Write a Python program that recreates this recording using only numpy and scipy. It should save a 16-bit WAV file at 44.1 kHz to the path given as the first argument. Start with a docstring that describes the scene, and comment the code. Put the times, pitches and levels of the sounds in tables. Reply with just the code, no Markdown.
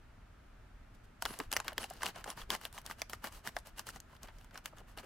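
"""A quiet room hums and hisses first; then foil rustles and snaps in quick swells, about eight a second.
Scissors work along the edge of a foil-lined snack bag held over a plate, close under a phone.
Each swell of rustle is made of noise grains, the tiny creases. Single creases snap as short noise bursts
that ring the air-filled bag. Folds pop as brief pitched noise, and the sliding blades add a thin
climbing hiss. A short echo and the steady room noise lie underneath."""
import sys
import numpy as np
from scipy import signal
from scipy.fft import rfft, irfft, next_fast_len
from scipy.io import wavfile

SR = 44100
rng = np.random.default_rng(int(sys.argv[2]) if len(sys.argv) > 2 else 0)


def inscribe(sig):
    """Save sig as 16-bit PCM at rate SR to the path in sys.argv[1].

    A 1-D sig is mono; a 2-D sig holds one channel per row.
    Samples are clipped to [-1, 1] before scaling.
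    """
    pcm = np.round(np.clip(np.atleast_2d(sig).T, -1, 1) * 32767)
    wavfile.write(sys.argv[1], SR, pcm.astype(np.int16))


N = 222969  # length in samples


def undb(db):
    """Turn decibels into a gain."""
    return 10 ** (np.asarray(db) / 20)


def unit(x):
    """Scale to rms 1 along time, both channels together."""
    return x / np.sqrt(np.mean(x ** 2, axis=(-2, -1), keepdims=True))


def blend(mid, side, alike):
    """Mix a common and an opposed sound into left and right; alike 1 makes both ears the same."""
    alike = np.clip(alike, 0, 1)
    ears = [np.sqrt(1 + alike) * mid + sign * np.sqrt(1 - alike) * side for sign in (1, -1)]
    return np.stack(ears, axis=-2)


def pair(shape, alike):
    """Make left and right noise with the given likeness."""
    mid, side = rng.standard_normal((2,) + shape)
    return blend(mid, side, alike)


def band(x, lo_hz, hi_hz, order=3):
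    """Keep one range of pitch."""
    return signal.sosfilt(signal.butter(order, [lo_hz, hi_hz], "band", fs=SR, output="sos"), x)


def peak(hz, centre_hz, width_hz):
    """Response of one resonance: strongest at its centre, weaker to both sides."""
    return 1j * hz * width_hz / (centre_hz ** 2 - hz * hz + 1j * hz * width_hz)


# colour of the room noise, before its overall level is set: (f/Hz, level/dB for each Hz)
ROOM_COLOUR = [(12, -37), (20, -8), (43, -4), (75, -13.5), (108, -14), (169, -22), (244, -21), (281, -26),
               (521, -31.5), (616, -27.5), (772, -29.5), (1120, -32), (1300, -28), (1800, -33),
               (4050, -44.5), (15200, -57), (16500, -80)]
# how alike the room sounds at both ears: (f/Hz, likeness, 1 = the same)
ROOM_LIKENESS = [(60, .98), (130, 0.99), (290, 0.78), (640, 0.077), (1400, 0.67), (3100, 0.36),
                 (6800, 0.016)]
ROOM_DB = -56.5  # rms level of the whole room noise


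def room(waver_db=3.0, waver_hz=4.6, rumble_hz=70.4):
    """Steady hiss over a rumble that wavers; the bass is nearly the same left and right."""
    size = next_fast_len(N)
    log_hz = np.log(np.arange(size // 2 + 1) * SR / size + 1)

    def along(rows):
        """Read a table at every pitch, on a log pitch scale."""
        hz, value = np.array(rows).T
        return np.interp(log_hz, np.log(hz), value)

    mid, side = rfft(rng.standard_normal((2, size)))
    ears = blend(mid, side, along(ROOM_LIKENESS))
    hush = irfft(ears * undb(along(ROOM_COLOUR)), size)[:, :N]
    waver = unit(band(rng.standard_normal((1, N)), waver_hz / 4, waver_hz, order=1))
    rumble = signal.sosfiltfilt(signal.butter(2, rumble_hz, fs=SR, output="sos"), hush)
    wavering = hush + rumble * (undb(waver_db * waver) - 1)
    return unit(wavering) * undb(ROOM_DB)


def walls(x, wet_db=-22, t60_s=0.23, gap_ms=3.5):
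    """Short dull echo of table and walls: fading noise, different at each ear."""
    t = np.arange(SR // 3) / SR
    tail = band(rng.standard_normal((2, len(t))), 120, 14400)
    tail = tail * undb(-60 * t / t60_s) * (t > gap_ms / 1000)
    tail = tail / np.sqrt(np.sum(tail ** 2, axis=1, keepdims=True))
    centre = x.mean(axis=0, keepdims=True)
    return undb(wet_db) * signal.fftconvolve(centre, tail, axes=1)[:, :N]


# slides of the blades: (start t/s, end t/s, starting f/Hz, level/dB)
BLADE_SLIDES = [(1.262, 1.36, 9800, -55.5), (1.533, 1.568, 9200, -51), (1.796, 1.861, 9350, -52),
                (2.279, 2.33, 9100, -54.5), (2.736, 2.76, 8500, -60)]
SLIDE_CLIMB_HZ = 1442  # how far each slide climbs


def slides(width_hz=900, alike=.5):
    """Narrow noise whose centre climbs while the blades close."""
    out = np.zeros((2, N))
    slow = signal.butter(2, width_hz / 2, fs=SR, output="sos")
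    for start, end, hz, db in BLADE_SLIDES:
        i = np.arange(int(start * SR), int(end * SR))
        centre_hz = np.linspace(hz, hz + SLIDE_CLIMB_HZ, len(i))
        turn = 2 * np.pi * np.cumsum(centre_hz) / SR
        # slow noise on a cosine and a sine gives a narrow hiss around the moving pitch
        a, b = (signal.sosfilt(slow, pair((len(i),), alike)) for _ in range(2))
        hiss = unit(a * np.cos(turn) + b * np.sin(turn))
        out[:, i] += hiss * np.sqrt(np.hanning(len(i))) * undb(db)
    return out


# hollow pops as a fold of the air-filled bag gives way: (centre t/s, f/Hz, level/dB)
FOLD_POPS = [(1.311, 195, -55), (1.406, 329, -44), (1.661, 833, -63.5), (1.785, 389, -49.5),
             (2.169, 173, -62), (2.264, 770, -48.5), (2.329, 690, -60), (2.377, 185, -61),
             (2.501, 417, -53.5), (2.77, 1060, -56.5), (3.479, 182, -59.5), (3.568, 414, -61),
             (3.961, 178.6, -61.5), (4.133, 947, -61), (4.237, 189, -62.5), (4.244, 650, -60),
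             (4.733, 825, -57), (4.814, 680, -60), (5.042, 438, -57.5)]
FOLD_MS, FOLD_LAW = 21, .6  # half-length of a 200 Hz pop; higher pops are shorter by this power of pitch


def pops(width=0.69, alike=0.85):
    """Each pop is a few uneven swings round one pitch, swelling and dying."""
    out = np.zeros((2, N))
    for s, hz, db in FOLD_POPS:
        half = int(FOLD_MS * (200 / hz) ** FOLD_LAW * SR / 1000)
        centre = int(s * SR)
        i = np.arange(centre - half, min(centre + half, N))
        noise = pair((3 * half,), alike)
        # keep only the end, after the filter has had time to start
        swing = band(noise, hz * (1 - width / 2), hz * (1 + width / 2))[:, -len(i):]
        swing = swing * np.hanning(2 * half)[:len(i)]
        out[:, i] += swing / np.sqrt(np.mean(swing ** 2, axis=1, keepdims=True)) * undb(db)
    return out


# swells of rustle:
# (peak t/s, rise t/ms, fall t/ms, foil rustle level/dB, bag body minus foil level/dB)
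RUSTLE_SWELLS = [(.95, 10, 13, -77.5, -8), (1.05, 13, 9.2, -77, -5), (1.24, 24, 5, -59, -20.5),
                 (1.251, 4, 130, -59, 2.5), (1.398, 5, 60, -64.5, 6), (1.537, 22, 9, -54, 4),
                 (1.559, 6, 50, -59, 8.5), (1.67, 25, 49, -62, 7.5), (1.824, 42, 39, -54.5, 1),
                 (1.916, 33, 95, -65, 1), (2.064, 47, 38, -50, 1), (2.175, 28, 46, -63, 8),
                 (2.304, 47, 28, -57.5, 4), (2.401, 32, 36, -58.5, 2.5), (2.53, 25, 32, -48, 3.5),
                 (2.651, 37, 27, -59.5, 0.5), (2.769, 35, 35, -61.5, 0.5), (2.866, 19, 43, -64, 5),
                 (2.904, 8, 29, -58.5, 3.5), (3.01, 27, 25, -64, 3), (3.101, 7, 19, -62, 2),
                 (3.132, 7.7, 22, -59, -1.5), (3.26, 28, 26, -56, 6), (3.349, 32, 48, -63.5, 3.5),
                 (3.475, 27, 22, -54.5, 3), (3.571, 21, 31, -66, -4), (3.667, 15, 31, -64, 4),
                 (3.791, 21, 22, -57, 2), (3.888, 23, 21, -55.5, 0), (3.967, 41, 13, -64, 2),
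                 (4.154, 74, 21, -75, 6), (4.243, 23, 21, -65.5, 5), (4.287, 18, 22, -75.5, 16.5),
                 (4.392, 63, 82, -76, 3.5), (4.577, 42, 19, -68, 10), (4.661, 16, 28, -62.5, 2),
                 (4.794, 31, 21, -71.5, 7.5), (4.897, 23, 39, -73.5, 6), (4.983, 12, 30, -62.5, 8),
                 (5.044, 17, 18, -71.5, 11)]
# treble of the rustle as time goes on: (t/s, treble minus foil level/dB)
RUSTLE_TREBLE = [(1.2, -2), (2, -6), (2.5, -3.5), (3, -1), (3.8, -2), (4.3, -3.5), (5, -1)]
SETTLE_DB, SETTLE_MS = -17, 63  # after a swell the foil goes on settling faintly


def swells(steep=2.57):
    """Power of the rustle in body, foil and treble: it swells and fades again and again."""
    ms = np.arange(N) * 1000 / SR
    power = np.zeros((3, N))
    for s, rise_ms, fall_ms, foil_db, body_db in RUSTLE_SWELLS:
        age = ms - s * 1000
        swell = np.exp(-2 * np.abs(age / np.where(age < 0, rise_ms, fall_ms)) ** steep)
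        # these curves are power, so decibels count double in undb
        settling = undb(2 * SETTLE_DB) * np.exp(-2 * np.abs(age) / SETTLE_MS) * (age > 0)
        treble_db = np.interp(s, *np.transpose(RUSTLE_TREBLE))
        level_db = foil_db + np.array([[body_db], [0], [treble_db]])
        power += np.maximum(swell, settling) * undb(2 * level_db)
    return power


# resonances of bag and plate: (f/Hz, width f/Hz, level/dB)
BAG_RESONANCES = [(228, 131, -0.5), (752, 370, 1.5), (1067, 412, 4), (1694, 990, -2), (3052, 343, 0),
                  (4820, 1680, -6), (8510, 540, -7), (9670, 1500, -10.5), (14550, 3200, -13.5)]


def ring(x, stretch=0.96, own_hz=None, own_db=0., own_width=.2):
    """Ring the bag's resonances, shifted by stretch as folds change, plus any struck panel's own pitch."""
    size = next_fast_len(x.shape[-1])
    hz = np.arange(size // 2 + 1) * SR / size
    gain = 0
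    for k, (f, width, db) in enumerate(BAG_RESONANCES):
        # neighbours swing in opposite directions
        gain = gain + (-1) ** k * undb(db) * peak(hz / stretch, f, width)
    if own_hz is not None:
        gain = gain * (1 + undb(own_db) * peak(hz, own_hz, own_width * own_hz))
    return irfft(rfft(x, size) * gain, size)[..., :x.shape[-1]]


def creases(per_s, spread_db, smear_ms):
    """Loudness of a crowd of tiny creases: random moments, a few much larger than the rest; rms 1."""
    hits = (rng.random(N) < per_s / SR) * undb(spread_db * rng.exponential(size=N))
    grain = signal.lfilter([1], [1, -np.exp(-1000 / SR / smear_ms)], hits)
    return grain / np.sqrt(np.mean(grain ** 2))


# rustle bands, two each for body, foil and treble:
# (low f/Hz, high f/Hz, level/dB against the swell, left-right likeness)
FOIL_BANDS = [(114, 620, -4, 0.78), (515, 2700, 2.5, 0.79), (2392, 4200, -1, 0.52), (3820, 7660, -1, 0.21),
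              (5640, 9100, -1, 0.51), (9000, 21300, 2, 0.17)]


def rustle(power, bed=1.0, shared=0.63):
    """A swelling carpet of creases; some sound in all bands, others in one, so grains differ in colour."""
    common = creases(per_s=700., spread_db=2.0, smear_ms=.9)
    out = 0
    for k, (lo, hi, db, alike) in enumerate(FOIL_BANDS):
        # duller bands come from larger folds: fewer and longer grains
        scale = (3000 / hi) ** 0.34
        own = creases(per_s=500. / scale, spread_db=2.2, smear_ms=1.5 * scale)
        grain = bed + shared * common + own
        ringing = ring(pair((N,), alike) * grain)
        out = out + unit(band(ringing, lo, hi)) * undb(db) * np.sqrt(power[k // 2])
    return out


SNAP_BODY_HZ, SNAP_MIDDLE_HZ = 980, 2210  # usual pitches where the panel's own lies in the other range
TICKS = 40  # number of small snaps left to chance
TICK_DB, TICK_SPREAD_DB = 1.5, 3  # their level over the rustle, and its scatter


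def ticks(power, colour_db=2.5, crowd=.25):
    """Small snaps gather where the rustle swells, about as loud as it is, each with a colour of its own."""
    odds = np.cumsum(power[1] ** crowd)
    chance = rng.standard_normal((TICKS, 4)).T
    at = np.searchsorted(odds, odds[-1] * rng.random(TICKS))
    db = 10 * np.log10(power[1, at]) + TICK_DB + TICK_SPREAD_DB * chance[0]
    panel_hz = SNAP_MIDDLE_HZ * np.exp(0.14 * chance[3])
    return np.transpose([at / SR, db, colour_db * chance[1], colour_db * chance[2], panel_hz])


BODY_TOP_HZ, TREBLE_HZ = 1500, 5000  # borders between body, middle and treble
SNAP_DIE_MS, SNAP_DULLING = 1.74, 0.14  # basic dying time; dB longer for each dB of body over treble
SNAP_SHARPENING, SNAP_USUAL_DB = .15, -45  # dying time dB shorter for each dB above the usual level
SNAP_PUSH_DB, SNAP_PUSH_MS = 15, .035  # the first one-sided push over the burst, and its dying time
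# the clear snaps: (t/s, middle level/dB, bag body minus middle level/dB,
# treble minus middle level/dB, snapping panel f/Hz)
CLEAR_SNAPS = [(1.2229, -38, 2, 1, 730), (1.2535, -35, 0, -6, 4320), (1.2595, -39, 1, -6, 1410),
               (1.3052, -55, 9, -9, 330), (1.3386, -50, 2, -6, 680), (1.3891, -54, -3, 11, 1510),
               (1.4008, -39, 3, -12, 1000), (1.5165, -43, -3, 3, 3730), (1.5274, -36, -3, 2, 1780),
               (1.536, -41, -2, 2, 3530), (1.5655, -29, -5, -4, 2000), (1.5703, -40, 0, 1, 1830),
               (1.6011, -40, 2, -2, 970), (1.6456, -57, 5, 0, 1080), (1.6809, -35, -8, -6, 2780),
               (1.6884, -47, -2, -12, 1840), (1.7205, -59, 14, -11, 600), (1.7306, -53, -9, -3, 3030),
               (1.78, -33, -5, -6, 3130), (1.8303, -49, -2, -3, 3100), (1.841, -40, -2, -8, 3060),
               (1.9009, -59, -3, 11, 3010), (1.9073, -56, 15, -10, 730), (2.0078, -53, 4, -25, 1290),
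               (2.0203, -42, -7, -11, 1820), (2.032, -36, 3, -3, 1070), (2.0588, -40, -1, -2, 2910),
               (2.064, -34, -7, -9, 2840), (2.1591, -52, 0, -5, 1670), (2.242, -44, -8, -4, 1740),
               (2.2765, -52, 12, -9, 730), (2.3024, -45, -2, 3, 3180), (2.3747, -51, 5, -10, 970),
               (2.4158, -47, -3, -13, 2970), (2.5035, -31, -6, -5, 3300), (2.55, -39, -2, -5, 2290),
               (2.613, -54, 2, -2, 800), (2.6522, -38, -9, -6, 2940), (2.7273, -60, -3, 5, 4610),
               (2.7786, -46, 0, -10, 2190), (2.7847, -52, 4, 1, 3230), (2.8157, -64, -5, 3, 3030),
               (2.8632, -48, -5, 4, 4790), (2.8991, -55, 11, -14, 1130), (2.911, -42, -1, -10, 1690),
               (2.9964, -56, -13, -5, 2670), (3.0182, -36, -3, -1, 2220), (3.0971, -50, -2, 1, 4400),
               (3.1327, -42, 2, -4, 1250), (3.2422, -43, 1, -3, 1510), (3.2463, -47, 2, -1, 990),
               (3.2718, -47, 0, -6, 2620), (3.3247, -59, -2, 3, 2930), (3.4738, -39, -4, -4, 2110),
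               (3.5661, -37, 3, -11, 760), (3.5875, -58, -9, 7, 4310), (3.6705, -58, 3, 4, 660),
               (3.7824, -51, -8, -4, 3060), (3.7941, -44, -4, 2, 4940), (3.8687, -52, 3, 3, 550),
               (3.9032, -55, -7, 3, 2930), (3.9603, -53, 5, -1, 750), (4.0021, -57, -8, 8, 4490),
               (4.165, -62, -17, -9, 3430), (4.2319, -56, 0, 7, 4600), (4.274, -64, -2, -3, 4020),
               (4.285, -54, -1, -22, 1650), (4.385, -69, -2, 6, 4500), (4.4116, -64, -2, -6, 3000),
               (4.4451, -65, 2, 2, 2220), (4.5098, -60, -11, -15, 1660), (4.5441, -66, 9, 6, 410),
               (4.5564, -49, -1, -17, 1540), (4.576, -53, 1, 4, 4450), (4.658, -40, -9, -2, 2760),
               (4.7715, -64, 5, -3, 1410), (4.7834, -62, 3, 2, 970), (4.9746, -51, 3, -3, 610),
               (4.985, -46, -9, -15, 2930)]
# The next five tables each list (body, middle, treble).
# left-right likeness (1 = the same)
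SNAP_LIKENESS = [.85, .83, .52]
# dying time as a multiple of the snap's own
SNAP_LENGTHS = [1.7, 1.05, .7]
# flutter after the burst (level/dB)
SNAP_FLUTTER_DB = [-13, -11, -9]
# how far the snapping panel's own pitch stands out (level/dB)
PANEL_PITCH_DB = [7, 3, 3]
# delay of each range, so that body, middle and treble of a snap sound together (t/ms)
SNAP_DELAY_MS = [0, .4, .5]


def snaps(rows, tail=3.0, rise_ms=0.036, shift=0.096):
    """Each crease lets go with a spike, a burst and weaker flutter; the body rings longer than the treble."""
    s, mid_db, body_db, treble_db, panel_hz = rows.T[:, :, None, None]
    dulling_db = SNAP_DULLING * (body_db - treble_db)
    sharpening_db = SNAP_SHARPENING * (mid_db - SNAP_USUAL_DB)
    die_ms = SNAP_DIE_MS * undb(dulling_db - sharpening_db)
    size = 2048
    ms = np.arange(size) * 1000 / SR

    chance = rng.standard_normal((len(s), 3, 1, 1))
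    stretch = np.exp(shift * chance[:, 0])
    low = panel_hz < BODY_TOP_HZ
    other = np.exp(0.29 * chance[:, 2])
    own_hz = [np.where(low, panel_hz, SNAP_BODY_HZ * other),
              np.where(low, SNAP_MIDDLE_HZ * other, panel_hz),
              8500 * np.exp(.3 * chance[:, 1])]
    edges = [(330, BODY_TOP_HZ), (BODY_TOP_HZ, TREBLE_HZ), (TREBLE_HZ, 17000)]

    mid, side = rng.standard_normal((2, len(s), size))
    # one push drives all three ranges
    push = np.sign(mid[:, None, :1]) * undb(SNAP_PUSH_DB) * np.exp(-ms / SNAP_PUSH_MS)
    bursts = 0
    for k, rel_db in enumerate((body_db, 0, treble_db)):
        age = ms / (SNAP_LENGTHS[k] * die_ms)
        fading = np.exp(-age) + undb(SNAP_FLUTTER_DB[k]) * np.exp(-age / tail)
        ears = blend(mid, side, SNAP_LIKENESS[k])
        noise = ears * (1 - np.exp(-ms / rise_ms)) * fading + push
        ringing = ring(noise, stretch, own_hz[k], PANEL_PITCH_DB[k], own_width=0.37)
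        burst = band(ringing, *edges[k], order=3 if k else 2)
        # levels are meant over 5 ms
        energy = np.sum(burst ** 2, axis=2, keepdims=True) / (SR / 200)
        late = np.roll(burst, int(SNAP_DELAY_MS[k] * SR / 1000), axis=2)
        bursts = bursts + late / np.sqrt(energy) * undb(mid_db + rel_db)

    out = np.zeros((2, N + size))
    # start early by the treble's delay, so that the snap falls on the listed time
    starts = ((s.ravel() - SNAP_DELAY_MS[-1] / 1000) * SR).astype(int)
    for start, burst in zip(starts, bursts):
        out[:, start:start + size] += burst
    return out[:, :N]


def scene(bag_pan_db=.8):
    """Mix bag, echo and room; the bag sits a little left of centre (pan is left minus right)."""
    power = swells()
    foil = snaps(np.vstack([CLEAR_SNAPS, ticks(power)])) + rustle(power)
    bag = (foil + pops() + slides()) * undb([[bag_pan_db / 2], [-bag_pan_db / 2]])
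    return bag + walls(bag) + room()


def record(dry, top_hz=16150):
    """The phone cuts the top: a steep filter removes the highest treble."""
    return signal.sosfilt(signal.ellip(8, .2, 70, top_hz, fs=SR, output="sos"), dry)


dry = scene()
out = record(dry)
inscribe(out)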